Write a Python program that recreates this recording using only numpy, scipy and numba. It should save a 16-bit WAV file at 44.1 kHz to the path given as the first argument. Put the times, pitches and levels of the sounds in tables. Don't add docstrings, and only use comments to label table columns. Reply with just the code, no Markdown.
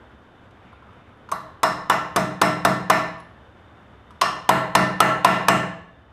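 import sys
import numpy as np
from scipy import signal
from scipy.fft import rfft, irfft
from scipy.io import wavfile
from scipy.ndimage import uniform_filter1d
from numba import njit

SR = 44100
rng = np.random.default_rng(int(sys.argv[2]) if len(sys.argv) > 2 else 0)


def unload_wav(signal):
    wavfile.write(
        sys.argv[1],
        SR,
        np.round(np.clip(np.atleast_2d(signal).T, -1, 1) * 32767).astype(np.int16),
    )


def ratio_of_db(decibels):
    return 10 ** (np.asarray(decibels, float) / 20)


N = 269892
ECHO_LENGTH = 40000


def across(table, hz):
    points = np.array(sorted(table), float)
    return np.interp(np.log(np.maximum(hz, 1)), np.log(points[:, 0]), points[:, 1])


def shaped(x, table):
    hz = np.arange(len(x) // 2 + 1) * SR / len(x)
    return irfft(rfft(x) * ratio_of_db(across(table, hz)), len(x))


def resonant(hz, width, db):
    peak = signal.iirpeak(hz, hz / (1.5 * width), fs=SR)
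    x = signal.lfilter(*peak, signal.lfilter(*peak, rng.standard_normal(N)))
    return x * ratio_of_db(db) / x.std()


def walk(rate):
    steps = rng.standard_normal(int(N * rate / SR) + 2)
    x = uniform_filter1d(np.repeat(steps, int(SR / rate) + 1)[:N], int(SR / rate))
    return x / x.std()


def add(out, s, x):
    i = int(s * SR)
    out[i:i + len(x)] += x[:N - i]


# (frequency [Hz], density [dB per Hz])
RUSH_COLOUR = [(12, -53.5), (20, 0.5), (37, -27), (53, -4.5), (104, 0.5), (150, -7.5), (216, -4), (388, -9),
               (422, -9), (1530, -12.5), (2460, -25), (3530, -25.5), (4060, -36), (13200, -53.5),
               (16000, -82)]
# (frequency [Hz], width [Hz], level [dB])
MOTOR_WHINES = [(73, 16, -56.5), (121, 9.6, -65), (2560, 390, -86.5), (3020, 40, -73.5), (3600, 39, -73.5)]


def machines():
    breath_db = 0.77 * walk(0.72) + 0.8 * walk(20.79)
    rush = shaped(rng.standard_normal(N), RUSH_COLOUR) * ratio_of_db(breath_db)
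    whine = sum(resonant(hz, width, db) for hz, width, db in MOTOR_WHINES)
    return rush * ratio_of_db(-49) / rush.std() + whine


# (time [s], level [dB])
RUSTLE = [
    (0, -96),
    (.45, -74),
    (.7, -62),
    (1.25, -73),
    (1.5, -81),
    (6.2, -80),
]


def rustle():
    cloth = resonant(2300, 800, 0)
    level_db = np.interp(np.arange(N) / SR, *np.transpose(RUSTLE))
    return cloth * ratio_of_db(level_db + 2.5 * walk(9.1))


def crack(colour, hold_s, fall_s):
    t = np.arange(4096) / SR
    rise = np.minimum(1, t / 0.0013)
    fall = np.minimum(1, np.exp((hold_s - t) / fall_s))
    return shaped(rng.standard_normal(4096), colour) * fall * rise


def ring(modes, colour, scatter_db, rise_turns, size, turns=0.5, spread=0., count=1, order=1, cast=None):
    hz, db, t60 = np.repeat(np.transpose(modes), count, axis=1)[:, :, None]
    t = np.arange(size) / SR
    chance = rng.standard_normal((3, len(hz), 1))
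    hz = hz * (1 + spread * (chance[2] if cast is None else cast))
    rise = 1 - np.exp(-t * hz / rise_turns)
    fade = np.exp(-np.log(1000) * (t / np.clip(t60, .01, 2)) ** order)
    swing = np.sin(2 * np.pi * (hz * t + turns * chance[1]))
    level = ratio_of_db(db + across(colour, hz) + scatter_db * chance[0])
    return (level * rise * fade * swing).sum(axis=0)


# (time [s], click level
# [dB], knock level [dB], tip ring level [dB])
TOUCHES = [(.506, -56, -62, -84), (0.729, -62, -44, -62), (0.823, -69, -48.5, -77),
           (0.889, -71.5, -45.5, -84), (.93, -60, -59, -72), (1.089, -66, -56, -73), (1.126, -88, -50, -76),
           (1.172, -68, -68, -72), (1.289, -42.5, -37.5, -63), (3.182, -60, -54, -59),
           (3.199, -45, -38, -47), (3.801, -72, -50.5, -84), (4.106, -46.5, -42, -62),
           (4.2121, -8.5, -49.5, -72)]
# (frequency [Hz], level [dB], t60 [s])
PIECE_MODES = [(657.6, 1, 0.095), (740, 0.5, 0.06), (947, -0.5, 0.047), (1009, 8, 0.034),
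               (1099, -12.5, 0.1), (1270, 8, 0.02), (1295, 6.5, 0.034), (1730, 0.5, 0.034),
               (2214, -28.5, 0.033), (2854, -6, 0.11), (3528, 1.5, 0.045), (5130, -3.5, 0.077),
               (6230, 1.5, 0.037), (8580, 1.5, 0.04), (10200, -34, 0.046), (11840, -23.5, 0.05)]
# (frequency [Hz], level [dB], t60 [s])
TIP_MODES = [(9900, -11, .03), (10200, -9.5, .045), (10700, -12, .025)]


def punch():
    out = rustle()
    for s, click_db, knock_db, tip_db in TOUCHES:
        click = [(500, click_db - 13.5), (3000, click_db), (11000, click_db - 17), (14000, click_db - 27)]
        add(out, s, crack(click, hold_s=0.006, fall_s=0.0044))
        knock = ring(PIECE_MODES[3:7], [(1100, knock_db - 2.5)], scatter_db=-3.0, rise_turns=1.44,
                     spread=0.04, count=4, size=8000)
        add(out, s, ratio_of_db(-3.5) * knock)
        ping = ring(TIP_MODES, [(10000, tip_db)], scatter_db=-2.0, rise_turns=9.0,
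                    spread=0.0226, count=5, size=8000)
        add(out, s, ratio_of_db(-3) * ping)
    return out


# (frequency [Hz], t60 [s])
SHOP_T60 = [(60, 1), (200, 0.36), (600, 0.74), (1500, 0.53), (3000, 0.59), (6000, 0.47), (12500, 0.34),
            (15000, 0.24)]
# (frequency [Hz], level [dB])
SHOP_DB = [(60, -29.5), (200, -8.5), (600, -22.5), (1500, -24.5), (3000, -23), (6000, -25), (10000, -23.5),
           (15000, -24.5)]


def shop():
    t = np.arange(ECHO_LENGTH) / SR
    noise, tail = rfft(rng.standard_normal(ECHO_LENGTH)), 0
    octave = np.log2(np.maximum(np.arange(len(noise)) * SR / ECHO_LENGTH, 1))
    for hz in 45 * 2 ** np.arange(0, 9, .5):
        band = irfft(noise * np.clip(1 - 2 * abs(octave - np.log2(hz)), 0, 1), ECHO_LENGTH)
        tail = tail + band * ratio_of_db(across(SHOP_DB, hz) - 60 * t / across(SHOP_T60, hz))
    return tail * np.clip((t - .004) / 0.0015, 0, 1)


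# (frequency [Hz], level [dB])
WASH = [(90, -3.5), (450, -5), (1100, 1), (1900, 4), (2300, -0.5), (2800, -6), (3300, -5), (4500, -9),
        (5300, -7.5), (7000, -4), (8400, -4), (9600, -10), (11300, -6.5), (14000, -13.5)]
# (frequency [Hz], half width [Hz])
PARTS = [
    (1120, 140),
    (2800, 90),
    (4000, 210),
    (5260, 236),
    (8500, 360),
    (11300, 490),
]
# (plain [dB], seated [dB], light blow [dB], off square [dB], head ring share [0-1])
GRIP = [
    (-0.8, -4.5, 13.5, 5.5, 0.1),
    (6, -7.5, -15.5, 21.5, 0.06),
    (6.5, 2, 10.5, -8, 0.4),
    (6.5, -0.5, 4, 0.5, 1),
    (-7.5, 3.5, -6.1, 11, 0.5),
    (-1.5, -4.5, 5.5, -7.5, 0.2),
]


def wash(echoes, colour, manner, head_db):
    x = shaped(shaped(echoes, WASH), colour)
    extra_db = np.dot(GRIP, [*manner, head_db])
    hz = np.arange(len(x) // 2 + 1) * SR / len(x)
    lift = sum(db / (1 + ((hz - f) / width) ** 2) for db, (f, width) in zip(extra_db, PARTS))
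    ripple = np.interp(hz, np.linspace(2000, 16000, num=28), rng.standard_normal(28), left=0)
    return irfft(rfft(x) * ratio_of_db(lift + 2.5 * ripple), len(x))[:26000]


def piece_knock(colour):
    return ring(PIECE_MODES, colour, scatter_db=1.5, rise_turns=3.5, spread=.03, count=6, size=8000)


# (plain [dB], seated [dB], light blow [dB], off square [dB])
ARM_DB = (-4.5, -8.5, 18, 6)


def clamp_arm(force_db, manner):
    mode = (1116, force_db + np.dot(ARM_DB, manner), 0.031)  # Hz, dB, t60 s
    return ring([mode], [(1000, 0)], scatter_db=3.5, rise_turns=3., size=8000)


TABLE_HZ = [468, 526, 632, 678, 750, 843, 947, 1010, 1060, 1106, 1172, 1232, 1319, 1352, 1486, 1723, 1792,
            1884, 1999, 2110, 2250, 2762, 2821, 4199, 5250]
# (level [dB], t60 [s])
TABLE_RING = [(-16, 0.14), (-20, 0.2), (-3.5, 0.46), (-1, 0.25), (-9.5, 0.29), (-2, 0.2), (-26, 0.26),
              (-21.5, 0.23), (-14, 0.35), (-9, 0.69), (-7.5, 0.12), (-14.5, 0.21), (-10.5, 0.54),
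              (-0.5, 0.46), (-4, 0.31), (-13, 0.86), (-2, 0.63), (-16, .42), (-6, 0.58), (-12, .42),
              (-27, 0.41), (-13.5, 0.71), (-19.5, 0.38), (-13.5, 0.62), (-27.5, 0.35)]


def table_ring(colour, cast):
    modes = np.column_stack([TABLE_HZ, TABLE_RING])
    return ring(modes, colour, scatter_db=3.0, spread=0.0058, count=3, cast=cast, rise_turns=8.4, size=26000)


# (frequency [Hz], level [dB], time to die [s])
NEAR_FEET = [(132.4, -3.5, 0.41), (169.4, -7.5, 0.68), (183.4, -6, 0.44), (304, -6, 0.47),
             (358, -4.5, 0.13)]
# (frequency [Hz], level [dB], time to die [s])
FAR_FEET = [(142.4, -16.5, 0.17), (190.1, -4, 0.5), (301, -10.5, .2)]


def frame_thump(colour):
    near = ring(NEAR_FEET, colour, scatter_db=1.5, rise_turns=2.3, turns=0.023, size=26000, order=2)
    far = ring(FAR_FEET, colour, scatter_db=4.0, rise_turns=2.6, turns=.04, size=26000, order=2)
    return near - far


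# (time [s], force [dB], punch seating [0-1], off square [0-1], hammer head ring [dB])
BLOWS = [(1.3156, -23.5, 0.22, 0.03, -6), (1.6312, -9.5, 0.28, 0.33, 6.5), (1.8972, -7.5, 0.15, 0.36, 0.5),
         (2.1606, -12, 0.94, .46, -1), (2.4148, -7, 0.76, 0.33, 9), (2.649, -8, 0.8, 0.37, 0),
         (2.8988, -5.5, 0.47, 0.28, 6), (4.2137, -13.5, 0.24, 1, 7), (4.4903, -2.5, 0.44, 0.18, -8),
         (4.7509, -4.5, 0.76, 0.73, -1), (5.003, -0.5, 0.39, 0.32, -7.5), (5.246, -2, 0.57, 0.45, 2),
         (5.4833, -4, 0.74, 0.59, -1)]
COLOUR_HZ = [10000, 200, 1000, 2800, 5300]
# (plain [dB], seated [dB], light blow [dB], off square [dB])
COLOUR = [
    (-22, 6.5, 6.4, -3.5),
    (-17, 16, 4, -0.5),
    (0.5, -0.5, 1, 0.5),
    (-14, 3.5, 1.5, 2.5),
    (-22, 1.4, 7.5, 8),
]


def hammer(echoes):
    knock, tail = np.zeros(N), np.zeros(N)
    side = np.tile([[0], [-1], [1]], (len(TABLE_RING), 1))
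    cast = (1 + .3 * rng.standard_normal((3 * len(TABLE_RING), 1))) * side
    for s, force_db, seated, slant, head_db in BLOWS:
        light = force_db / -20
        manner = np.array([1, seated, light, slant])
        db = force_db + np.dot(COLOUR, manner)
        colour = list(zip(COLOUR_HZ, db))
        full = s + 0.001767 + .003 * light ** 2
        edge = colour + [(60, -49.5), (13500, db[0] - 3.0)]
        add(tail, s, ratio_of_db(9.0) * crack(edge, hold_s=0.0032, fall_s=0.0029))
        add(knock, full, ratio_of_db(-8.5) * piece_knock(colour))
        add(tail, full, ratio_of_db(7.0) * clamp_arm(force_db, manner))
        add(tail, full, ratio_of_db(-13.0) * table_ring(colour, cast))
        add(tail, full, ratio_of_db(-15) * frame_thump(colour))
        add(tail, s, ratio_of_db(25.0) * wash(echoes, colour, manner, head_db))
    return knock, tail


def scene():
    echoes = shop()
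    knock, tail = hammer(echoes)
    touch = punch()
    wet = signal.fftconvolve(ratio_of_db(-17) * knock + ratio_of_db(-12) * touch, echoes)[:N]
    return (knock + tail + touch + wet + machines())[None]


@njit
def squeeze(x, top, ratio, attack, release):
    y, e = np.empty(len(x)), 0.
    for i in range(len(x)):
        e += (abs(x[i]) - e) * (attack if abs(x[i]) > e else release)
        y[i] = x[i] * min(1., (top / (e + 1e-9)) ** (1 - 1 / ratio))
    return y


def roll_off(x):
    return signal.sosfilt(signal.butter(12, 16510, fs=SR, output="sos"), x)


def record(dry):
    held = squeeze(dry[0], ratio_of_db(-11.0), 2.8, 1 / (0.004 * SR), 1 / (.06 * SR))
    rounded = np.tanh(0.98 * held) / 0.99
    mic = shaped(rounded, [(30, -3.5), (100, -0.5), (14200, -1.5), (14700, -8.5), (15400, -36.5),
                           (16200, -45.5), (17000, -63.5)])
    return roll_off(mic[None])


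dry = scene()
out = record(dry)
unload_wav(out)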